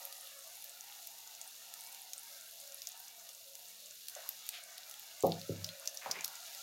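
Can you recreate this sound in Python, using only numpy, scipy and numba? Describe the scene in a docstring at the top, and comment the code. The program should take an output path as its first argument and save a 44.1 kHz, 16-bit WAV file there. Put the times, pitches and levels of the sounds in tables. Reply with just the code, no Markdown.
"""Batter frying in a steel pan

Spoonfuls of batter fry in shallow oil, heard close up in mono in a small kitchen.
Thousands of random impulses ring short resonances as bursting steam bubbles; snaps with brief rings are spits.
The air in the pan hums through a gliding resonance, its pitch shifting as a hand moves over it.
Later the cook puts things aside: decaying modes give two dull thuds and two very faint ones,
and filtered noise and impulses give light knocks and scuffs, over a faint low rush and mains hum."""
import sys
import numpy as np
from scipy import signal
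from scipy.fft import rfft, irfft
from scipy.io import wavfile
from scipy.ndimage import uniform_filter1d
from numba import njit

SR = 44100
rng = np.random.default_rng(int(sys.argv[2]) if len(sys.argv) > 2 else 0)


def persist_wave(psi):
    """Save psi, clipped to +-1, as 16-bit WAV."""
    counts = np.round(np.clip(psi, -1, 1) * 32767).astype(np.int16)
    wavfile.write(sys.argv[1], SR, np.atleast_2d(counts).T)


N = 291942
TIME = np.arange(N) / SR  # s
FLUTTERS_PER_S = 31  # pace of the uneven stirring of air and sputter


def undb(db):
    """Decibels to gain."""
    return 10 ** (np.asarray(db) / 20)


def level(x, db, span=None):
    """Scale x to an rms level, taken over its first span seconds or over all of it."""
    head = x if span is None else x[:int(span * SR)]
    return x * undb(db) / np.sqrt(np.mean(head ** 2))


def curves(rows):
    """Each column of a table after the time, as a control sample by sample."""
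    s, *columns = np.transpose(rows)
    return [np.interp(TIME, s, column) for column in columns]


def add(out, s, x):
    """Mix x into out from time s."""
    i = int(s * SR)
    out[i:i + len(x)] += x[:N - i]


def fade(t60):
    """One second of exponential decay, falling 60 dB in t60 seconds."""
    return np.exp(-np.log(1000) * TIME[:SR] / t60)


def cut(x, order, hz, kind="low"):
    """Butterworth filter: "low" keeps what lies below hz, "high" what lies above."""
    return signal.sosfilt(signal.butter(order, hz, kind, fs=SR, output="sos"), x)


def colour(x, points):
    """Filter by a gain curve of (Hz, dB) points, joined along log frequency."""
    hz, db = np.transpose(points)
    f = np.maximum(np.fft.rfftfreq(len(x), 1 / SR), 1)
    gain = undb(np.interp(np.log(f), np.log(hz), db))
    return irfft(rfft(x) * gain, len(x))


@njit
def svf(x, g, k):
    """State-variable band-pass whose tuning g and damping k may move."""
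    y, b, l = np.empty(len(x)), 0., 0.
    for i in range(len(x)):
        v = (b + g[i] * (x[i] + 1e-18 - l)) / (1 + g[i] * (g[i] + k[i]))
        b, l, y[i] = 2 * v - b, l + 2 * g[i] * v, k[i] * v
    return y


def resonate(x, hz, width_hz):
    """One resonance, gain 1 at its centre."""
    angle = 2 * np.pi * np.minimum(hz, .45 * SR) / SR * np.ones(len(x))
    return svf(x, np.tan(angle / 2), 2 * np.pi * width_hz / SR / np.sin(angle))


def resonate_twice(x, hz, width_hz):
    """Two equal resonances in a row, for steeper skirts."""
    return resonate(resonate(x, hz, width_hz), hz, width_hz)


def walk(rate):
    """Smooth random wander around 0 with a spread near 1, taking about rate steps a second."""
    k = int(SR / rate)
    steps = np.repeat(rng.standard_normal(N // k + 1), k)
    return np.sqrt(2) * uniform_filter1d(uniform_filter1d(steps, k), k)[:N]


def bursts(rate, spread_db, most_db=22):
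    """Impulses at random moments, about rate a second: many small, a few large."""
    size = undb(np.minimum(spread_db * rng.exponential(size=N), most_db))
    return (rng.random(N) < rate / SR) * size * rng.choice([-1, 1], N)


def echoes(x, delay, t60, db):
    """Add a cloud of reflections that starts after a delay and dies away."""
    cloud = (rng.standard_normal(SR) * fade(t60))[:len(x)]
    cloud = np.r_[np.zeros(int(delay * SR)), cloud / np.linalg.norm(cloud)]
    return x + undb(db) * signal.fftconvolve(x, cloud)[:len(x)]


def moving_echoes(x, delay, share, sway, count=3):
    """Reflections off the cook's moving hand and body carve shifting hollows into a sound."""
    out = x
    for k in range(count):
        lag = delay * 1.7 ** k + sway * walk(3.5)
        out = out + share * np.interp(TIME - lag, TIME, x)
    return out


def steady(x, db):
    """Hold the slow level of x to a curve in dB, leaving its quick flutter."""
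    size = SR // 12
    power = uniform_filter1d(uniform_filter1d(x ** 2, size), size)
    return x * undb(db) / np.sqrt(power)


def sizzle():
    """Tiny steam bubbles burst at random, each ringing a few cycles in one of ten pitch bands."""
    # the frying as it swells and sinks, before small trims:
    # (time [s], level of the bursting bubbles [dB], level of the finest fizz [dB])
    sizzle_levels = [(0.0, -55.5, -54.5), (0.42, -57.5, -57.5), (1.73, -56.5, -57), (2.51, -57.5, -57),
                     (2.86, -57, -58.5), (3.37, -59, -58.5), (4.46, -55.5, -57.5), (4.61, -57.5, -60),
                     (5.07, -56, -58.5), (5.79, -56.5, -59), (6.23, -55, -58.5), (6.62, -53, -54.5)]
    # colour of the bursting oil up close: (frequency [Hz], relative gain [dB])
    sizzle_colour = [(400, -26), (1200, -14.5), (2400, -7.5), (2800, 4), (3150, -3), (3450, 3.5),
                     (4200, 3.5), (4900, 2), (6900, 3.5), (7800, -7), (9000, -11.5), (13000, -7.5),
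                     (16000, -12)]
    bubble_db, fizz_db = curves(sizzle_levels)
    grains = 0
    for hz in np.geomspace(2000, 15000, 10):
        band = resonate(bursts(rate=1100, spread_db=2.5, most_db=30.5), hz, 0.37 * hz)
        grains = grains + level(band, 0) * np.sqrt(hz) * undb(2.47 * walk(17))
    snaps = bursts(rate=1200, spread_db=1.5, most_db=18)
    # their countless reflections merge into a smooth hiss
    wash = level(rng.standard_normal(N), -2.7) * undb(.5 * walk(46))
    sound = colour(level(grains, 0) + level(snaps, -2.3) + wash, sizzle_colour)
    # bubbles below 8 kHz, fizz above, each with its own level curve
    bubbles = signal.sosfiltfilt(signal.butter(8, 8000, fs=SR, output="sos"), sound)
    fizz = sound - bubbles
    return level(bubbles, 0.66) * undb(bubble_db) + level(fizz, 1.0) * undb(fizz_db)


def spit(db, hz, snap_db):
    """A pocket of steam breaks through the oil: a snap and a very short ring."""
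    impulse = signal.unit_impulse(8192)
    # the ring is 1550 Hz wide at 6 kHz with snap and ring equal; snappier spits ring more broadly
    width_hz = 1550 * np.sqrt(hz / 6000) * 2 ** (snap_db / 40)
    ring = level(resonate(resonate(impulse, hz, width_hz), hz, 3 * width_hz), 0)
    crack = level(resonate_twice(impulse, 10600, 38000), snap_db)
    pop = cut(ring + crack, 2, 2000, "high")
    # each spot has its own paths via the pan wall
    pop = echoes(pop, delay=0.0006, t60=0.015, db=-4.5)
    # the kitchen gives back less of the highest pops
    pop = echoes(pop, delay=0.0049, t60=0.15, db=-12.5 - 1.4 * np.log2(hz / 6000))
    return level(pop, db - 1.5, span=.005)


def spits():
    """The oil spits loudly at set moments, and faintly at random in between."""
    # the loudest spits: (time [s], level over the first 5 ms before a 1.5 dB cut [dB],
    # pitch [Hz], snap relative to ring [dB])
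    loud_spits = [(0.0522, -37.5, 12100, -6), (0.1262, -43, 4900, 9), (0.6428, -42.5, 13600, 1),
                  (0.8089, -44, 6500, -14), (1.072, -41, 13700, -3), (1.4144, -40.5, 7300, -3),
                  (1.4767, -47, 9300, -16), (1.7392, -41, 6960, 19), (1.808, -46.5, 8850, -2),
                  (1.947, -45.5, 4260, 15), (2.0183, -47, 10700, -20), (2.134, -37, 6560, 3),
                  (2.18, -43.5, 8740, -16), (2.676, -47.5, 6800, 2), (2.7448, -43, 11000, -14),
                  (2.8196, -41.5, 5370, 0), (2.8717, -36, 6400, -3.5), (2.8898, -45, 11400, -12),
                  (2.919, -48, 6800, -16), (3.0016, -47, 13900, -12), (3.291, -45.5, 6100, 5),
                  (3.333, -53, 9000, -8), (3.5536, -44, 7000, 4), (4.0852, -40, 4570, 7),
                  (4.084, -41, 11900, 27), (4.0976, -45, 11800, 5), (4.1514, -42.5, 7000, -3),
                  (4.2906, -31.5, 12500, -3), (4.4657, -45, 13400, 4), (4.4907, -32, 12100, 12),
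                  (4.781, -43, 4530, 1), (4.8973, -47, 10800, -10), (4.9122, -44.5, 6300, 5),
                  (4.9412, -46, 3520, 4), (4.996, -45, 13600, 2), (5.2062, -43.5, 7540, -17),
                  (5.2257, -39.5, 6800, 6), (5.2675, -38, 14100, -3), (5.3204, -35, 4180, -14),
                  (5.415, -43, 4420, -5), (5.6434, -40, 5870, -4), (5.6451, -33.5, 5300, -8),
                  (5.6652, -48, 6400, 6), (5.69, -40.5, 3680, -7), (5.7977, -47, 9700, -7),
                  (5.8578, -43.5, 5400, 6), (5.8752, -29.5, 6040, -6), (5.9727, -37, 5900, -6),
                  (6.1116, -38, 5570, -7), (6.1136, -29.5, 5530, -6), (6.1175, -36.5, 5950, -3),
                  (6.2091, -41, 6600, -4), (6.2432, -39, 14000, 0), (6.246, -30, 5730, 5),
                  (6.257, -40, 11700, -17), (6.2793, -41, 5570, 15), (6.355, -45.5, 7200, -5),
                  (6.5489, -43, 5270, 8)]
    faint_per_s, faint_db, spread_db, faint_snap_db = 4.0, -50, 3.5, -5  # level before the same cut
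    low_hz, high_hz = 5700, 13200
    out = np.zeros(N)
    for s, db, hz, snap_db in loud_spits:
        add(out, s, spit(db, hz, snap_db))
    # 64 candidates, of which chance keeps about faint_per_s each second
    for when, size, pitch, chance in rng.random((64, 4)):
        hz = low_hz * (high_hz / low_hz) ** pitch
        pop = spit(faint_db + spread_db * (2 * size - 1), hz, faint_snap_db)
        if chance * 64 < faint_per_s * TIME[-1]:
            add(out, when * TIME[-1], pop)
    return out


def pings():
    """A flying drop of oil leaves one thin, short ring in the steel: a decaying sine."""
    # drops on the steel: (time [s], level over the first 4.1 ms [dB], pitch [Hz], t60 [s])
    drops = [(5.6455, -49, 5200, 0.081), (5.6904, -48, 4170, 0.088), (6.1122, -41, 5810, 0.079)]
    out = np.zeros(N)
    for s, db, hz, t60 in drops:
        tone = np.sin(2 * np.pi * hz * TIME[:SR]) * fade(t60)
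        add(out, s, level(tone, db, span=0.0041))
    return out


def ring_steel(x):
    """The steel of the pan answers a sound with its narrow resonances."""
    # ringing of the steel: (frequency [Hz], width [Hz], gain [dB])
    pan_modes = [(548.3, 10, 13), (926, 14, 11)]
    return sum(undb(db) * resonate(x, hz, width_hz) for hz, width_hz, db in pan_modes)


def pan_air():
    """The bubbling stirs the air in the pan, whose resonance follows the hand above it and rings the steel."""
    # the air in the pan as the hand moves over it: (time [s], lowest resonance [Hz])
    air_pitch = [(0, 713), (0.16, 737), (0.38, 600), (0.46, 714), (0.54, 634), (0.59, 830), (0.68, 660),
                 (0.92, 820), (1.03, 726), (1.29, 820), (1.36, 710), (1.5, 770), (1.55, 650), (1.65, 710),
                 (1.85, 736), (2.01, 787), (2.17, 700), (2.25, 900), (2.31, 656), (2.6, 694), (2.67, 613),
                 (2.8, 614), (2.98, 783), (3.48, 608), (3.64, 720), (3.86, 550), (4.05, 700), (4.46, 734),
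                 (4.66, 660), (5.02, 758), (5.4, 560), (5.9, 633), (6.38, 774), (6.62, 687)]
    # level of that resonance together with the steel it rings: (time [s], level [dB])
    air_level = [(0, -56.5), (0.14, -65.5), (0.33, -68), (0.48, -63.5), (0.63, -70.5), (0.7, -65.5),
                 (0.8, -69.5), (0.92, -62.5), (1.02, -68), (1.11, -65.5), (1.22, -68.5), (1.32, -66.5),
                 (1.38, -66.5), (1.46, -64.5), (1.55, -77), (1.69, -65.5), (1.85, -66), (1.95, -65),
                 (2.13, -66.5), (2.21, -70.5), (2.33, -66), (2.48, -72.5), (2.58, -67), (2.7, -63),
                 (2.78, -66.5), (2.85, -72.5), (2.96, -63), (3.08, -70.5), (3.2, -66), (3.38, -70.5),
                 (3.55, -65.5), (3.76, -74), (3.88, -68), (4.0, -85), (4.13, -72), (4.3, -67.5),
                 (4.44, -74.5), (4.54, -65), (4.8, -66.5), (5.03, -69.5), (5.45, -59.5), (5.85, -60),
                 (6.0, -63.5), (6.3, -65), (6.62, -63.5)]
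    [hz], [air_db] = curves(air_pitch), curves(air_level)
    stirring = bursts(rate=1500, spread_db=1.5)
    air = resonate(resonate(stirring, hz * (1 + 0.025 * walk(22)), 130), hz, 210)
    air = cut(air, 6, 470, "high")
    air = moving_echoes(air, delay=0.00285, share=0.3, sway=0.00075)
    air = air * undb(1.0 * walk(FLUTTERS_PER_S))
    return steady(air + undb(-0.5) * ring_steel(air), air_db)


def sputter():
    """Larger bubbles sputter through broad, overlapping resonances that wander and sink away now and then."""
    # resonances of the sputter: (centre [Hz], level before the sinking [dB])
    sputter_modes = [(1170, -3), (1380, 2), (1560, -5.5), (1740, -1), (1930, -3), (2120, -4.5), (2310, 1),
                     (2520, -12)]
    # slow level of the whole sputter: (time [s], level [dB])
    sputter_level = [(0, -62.5), (0.2, -66.5), (0.33, -65), (0.62, -69), (0.92, -65), (1.06, -72),
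                     (1.33, -68), (1.55, -69.5), (1.91, -64.5), (2.07, -72), (2.32, -64.5), (2.48, -66.5),
                     (2.57, -78), (2.66, -68.5), (3.22, -68), (3.36, -74), (3.55, -79.5), (3.74, -69),
                     (3.84, -76), (3.92, -72), (4.02, -73.5), (4.45, -66.5), (4.55, -63), (4.79, -62.5),
                     (5.03, -67), (5.87, -62), (6.0, -69), (6.3, -61.5), (6.62, -62)]
    width_hz, drift, hollow_db, hollows_per_s = 250, 0.035, 7, 13  # drift as a share of the pitch
    [sputter_db] = curves(sputter_level)
    sound = 0
    for centre_hz, db in sputter_modes:
        centre = centre_hz * (1 + drift * walk(9))
        mode = resonate_twice(bursts(rate=1200, spread_db=1.0), centre, width_hz)
        sound = sound + level(mode, db) * undb(-hollow_db * np.abs(walk(hollows_per_s)))
    sound = moving_echoes(sound, delay=.0019, share=0.47, sway=0.000402)
    return steady(sound * undb(1.3 * walk(FLUTTERS_PER_S)), sputter_db)


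def thuds():
    """Padded blows ring the furniture's modes; a lower upper limit leaves mostly the low ones."""
    # modes of the furniture: (frequency [Hz], level before tilt and wobble [dB], t60 before the choke [s])
    thud_modes = [(100.4, -13.5, 0.48), (131.5, -17.5, 0.34), (152.4, -16, 0.31), (166.5, -11.5, 0.68),
                  (197, -11, 0.3), (231, -18.5, 0.36), (261, -12, 0.27), (330, -13.5, 0.29),
                  (384.6, -8, 0.27), (420.4, -9, 0.17), (469, -5, 0.3), (510, -6, 0.24), (550, 2.5, 0.12),
                  (572, -11, 0.15), (668, -5, 0.23), (694, -13.5, 0.55), (735, -18, 0.24), (760, -6, 0.25),
                  (836, -15, 0.33), (885, -19, 0.13), (970, -26, 0.4), (1100, -16, 0.18), (1220, -12, 0.2)]
    # the blows: (time [s], level over the first 47 ms [dB], brightness [dB per octave], upper limit [Hz])
    thud_blows = [(5.2361, -27.5, 0.2, 1000), (5.4929, -38, -6, 597), (6.06, -65.5, 2.5, 248),
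                  (6.093, -64, 5.5, 248)]
    choke_s, choke_slope = 0.29, 0.25  # the lowest mode is choked after this long, higher ones sooner
    wobble_depth_db, wobbles_per_s = 3.5, 30.5  # each mode dies unevenly
    out, t = np.zeros(N), TIME[:SR]
    for s, db, tilt_db, top_hz in thud_blows:
        ring = np.zeros(SR)
        for hz, mode_db, t60 in thud_modes:
            phase = rng.uniform(-2.12, 1) * 1.2
            tone = np.sin(2 * np.pi * hz * t + phase) * fade(t60)
            # the room blurs each mode briefly
            blur = resonate_twice(rng.standard_normal(SR), hz, 0.3 * hz)
            blur = level(blur, -12) * fade(1.5 * t60)
            # low modes take longer to build up
            onset = 1 - np.exp(-t * hz / 0.53)
            ratio = hz / thud_modes[0][0]
            choke = np.exp(-(t * ratio ** choke_slope / choke_s) ** 10)
            wobble_db = wobble_depth_db * walk(wobbles_per_s)[:SR]
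            gain = undb(mode_db + tilt_db * np.log2(ratio) + wobble_db)
            ring += gain * (tone + blur) * onset * choke
        # the blow itself, a couple of cycles long
        push = resonate(resonate(signal.unit_impulse(SR), 418, 180), 320, 470)
        body = level(ring, 0, span=0.073) + level(push, -6.5, span=0.07)
        padded = cut(cut(body, 6, top_hz), 4, 76, "high")
        add(out, s, level(padded, db, span=0.047))
    return out


def knocks():
    """Utensils put down: a light blow and a short noisy rattle ring one broad resonance."""
    # the knocks: (time [s], level over the first 23 ms [dB], pitch [Hz], width [Hz], t60 of the rattle [s])
    light_knocks = [(4.163, -52, 616, 150, 0.28), (4.19, -59, 635, 190, 0.3), (4.236, -62, 860, 500, 0.16),
                    (4.261, -61, 1090, 450, 0.15), (6.0605, -43, 744, 250, 0.11),
                    (6.079, -51, 790, 322, 0.15), (6.097, -51.5, 550, 300, 0.14)]
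    out = np.zeros(N)
    for s, db, hz, width_hz, t60 in light_knocks:
        blow = 16 * signal.unit_impulse(SR) + rng.standard_normal(SR) * fade(t60)
        ring = resonate(resonate(blow, hz, width_hz), hz, 3 * width_hz)
        add(out, s, level(cut(ring, 4, 470, "high"), db, span=0.023))
    return out


def scuffs():
    """Dense little slips merge into a rough rub that swells and dies away in one broad resonance."""
    # things slid along the worktop: (time [s], rise [s], length [s], rms level at the peak of the swell [dB],
    # centre [Hz], width [Hz])
    slides = [(4.083, 0.089, 0.27, -59, 1600, 1200), (4.522, 0.014, 0.11, -46.5, 3000, 2820),
              (6.012, 0.007, 0.14, -50.5, 1880, 1310), (6.022, 0.03, 0.4, -52, 910, 1020),
              (6.11, 0.045, 0.11, -48, 2190, 1100), (6.142, 0.051, 0.056, -55.5, 385, 328),
              (6.182, 0.0095, 0.088, -48, 2290, 900)]
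    out = np.zeros(N)
    for s, rise, length, db, hz, width_hz in slides:
        # the rubbing catches and lets go, 1 dB at about 120 steps a second
        slips = bursts(rate=4400, spread_db=10.0, most_db=14.5) * undb(1 * walk(120))
        rub = resonate_twice(slips[:SR], hz, width_hz)
        swell = np.interp(TIME[:SR], [0, rise, length], [0, 1, 0])
        add(out, s, level(rub, db) * swell)
    return out


def kitchen():
    """A faint low rush of coloured noise and the slightly wavering mains hum of an appliance."""
    # colour of the room's rush, ahead of a 900 Hz low-pass: (frequency [Hz], relative gain [dB])
    room_colour = [(25, -11), (60, -13.5), (120, -7.5), (220, -9), (340, -13), (480, -0.5), (900, -27)]
    # mains hum of an appliance: (frequency [Hz], level [dB])
    hum_tones = [(100, -95), (190, -100), (199, -91.5), (248, -99.5), (297, -94), (398, -109), (447, -91.5)]
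    rush = cut(colour(rng.standard_normal(N), room_colour), 2, 900)
    hum = 0
    for hz, db in hum_tones:
        tone = np.sin(2 * np.pi * hz * TIME + 1.0 * walk(14.0))
        hum = hum + level(tone * undb(2.8 * walk(5.7)), db)
    return level(rush, -83.0) + hum


def scene():
    """The frying pan close to the microphone and the handling beside the stove, the same in both channels."""
    blows = thuds() + knocks()
    pan = pan_air() + sputter() + undb(-18.5) * ring_steel(blows)  # the blows jolt the steel too
    sound = sizzle() + spits() + pings() + pan + blows + scuffs() + kitchen()
    return np.array([sound, sound])


def record(dry):
    """The recorder cuts the top steeply above 15.9 kHz."""
    return signal.sosfilt(signal.ellip(10, .2, 80, 15900, fs=SR, output="sos"), dry)


dry = scene()
out = record(dry)
persist_wave(out)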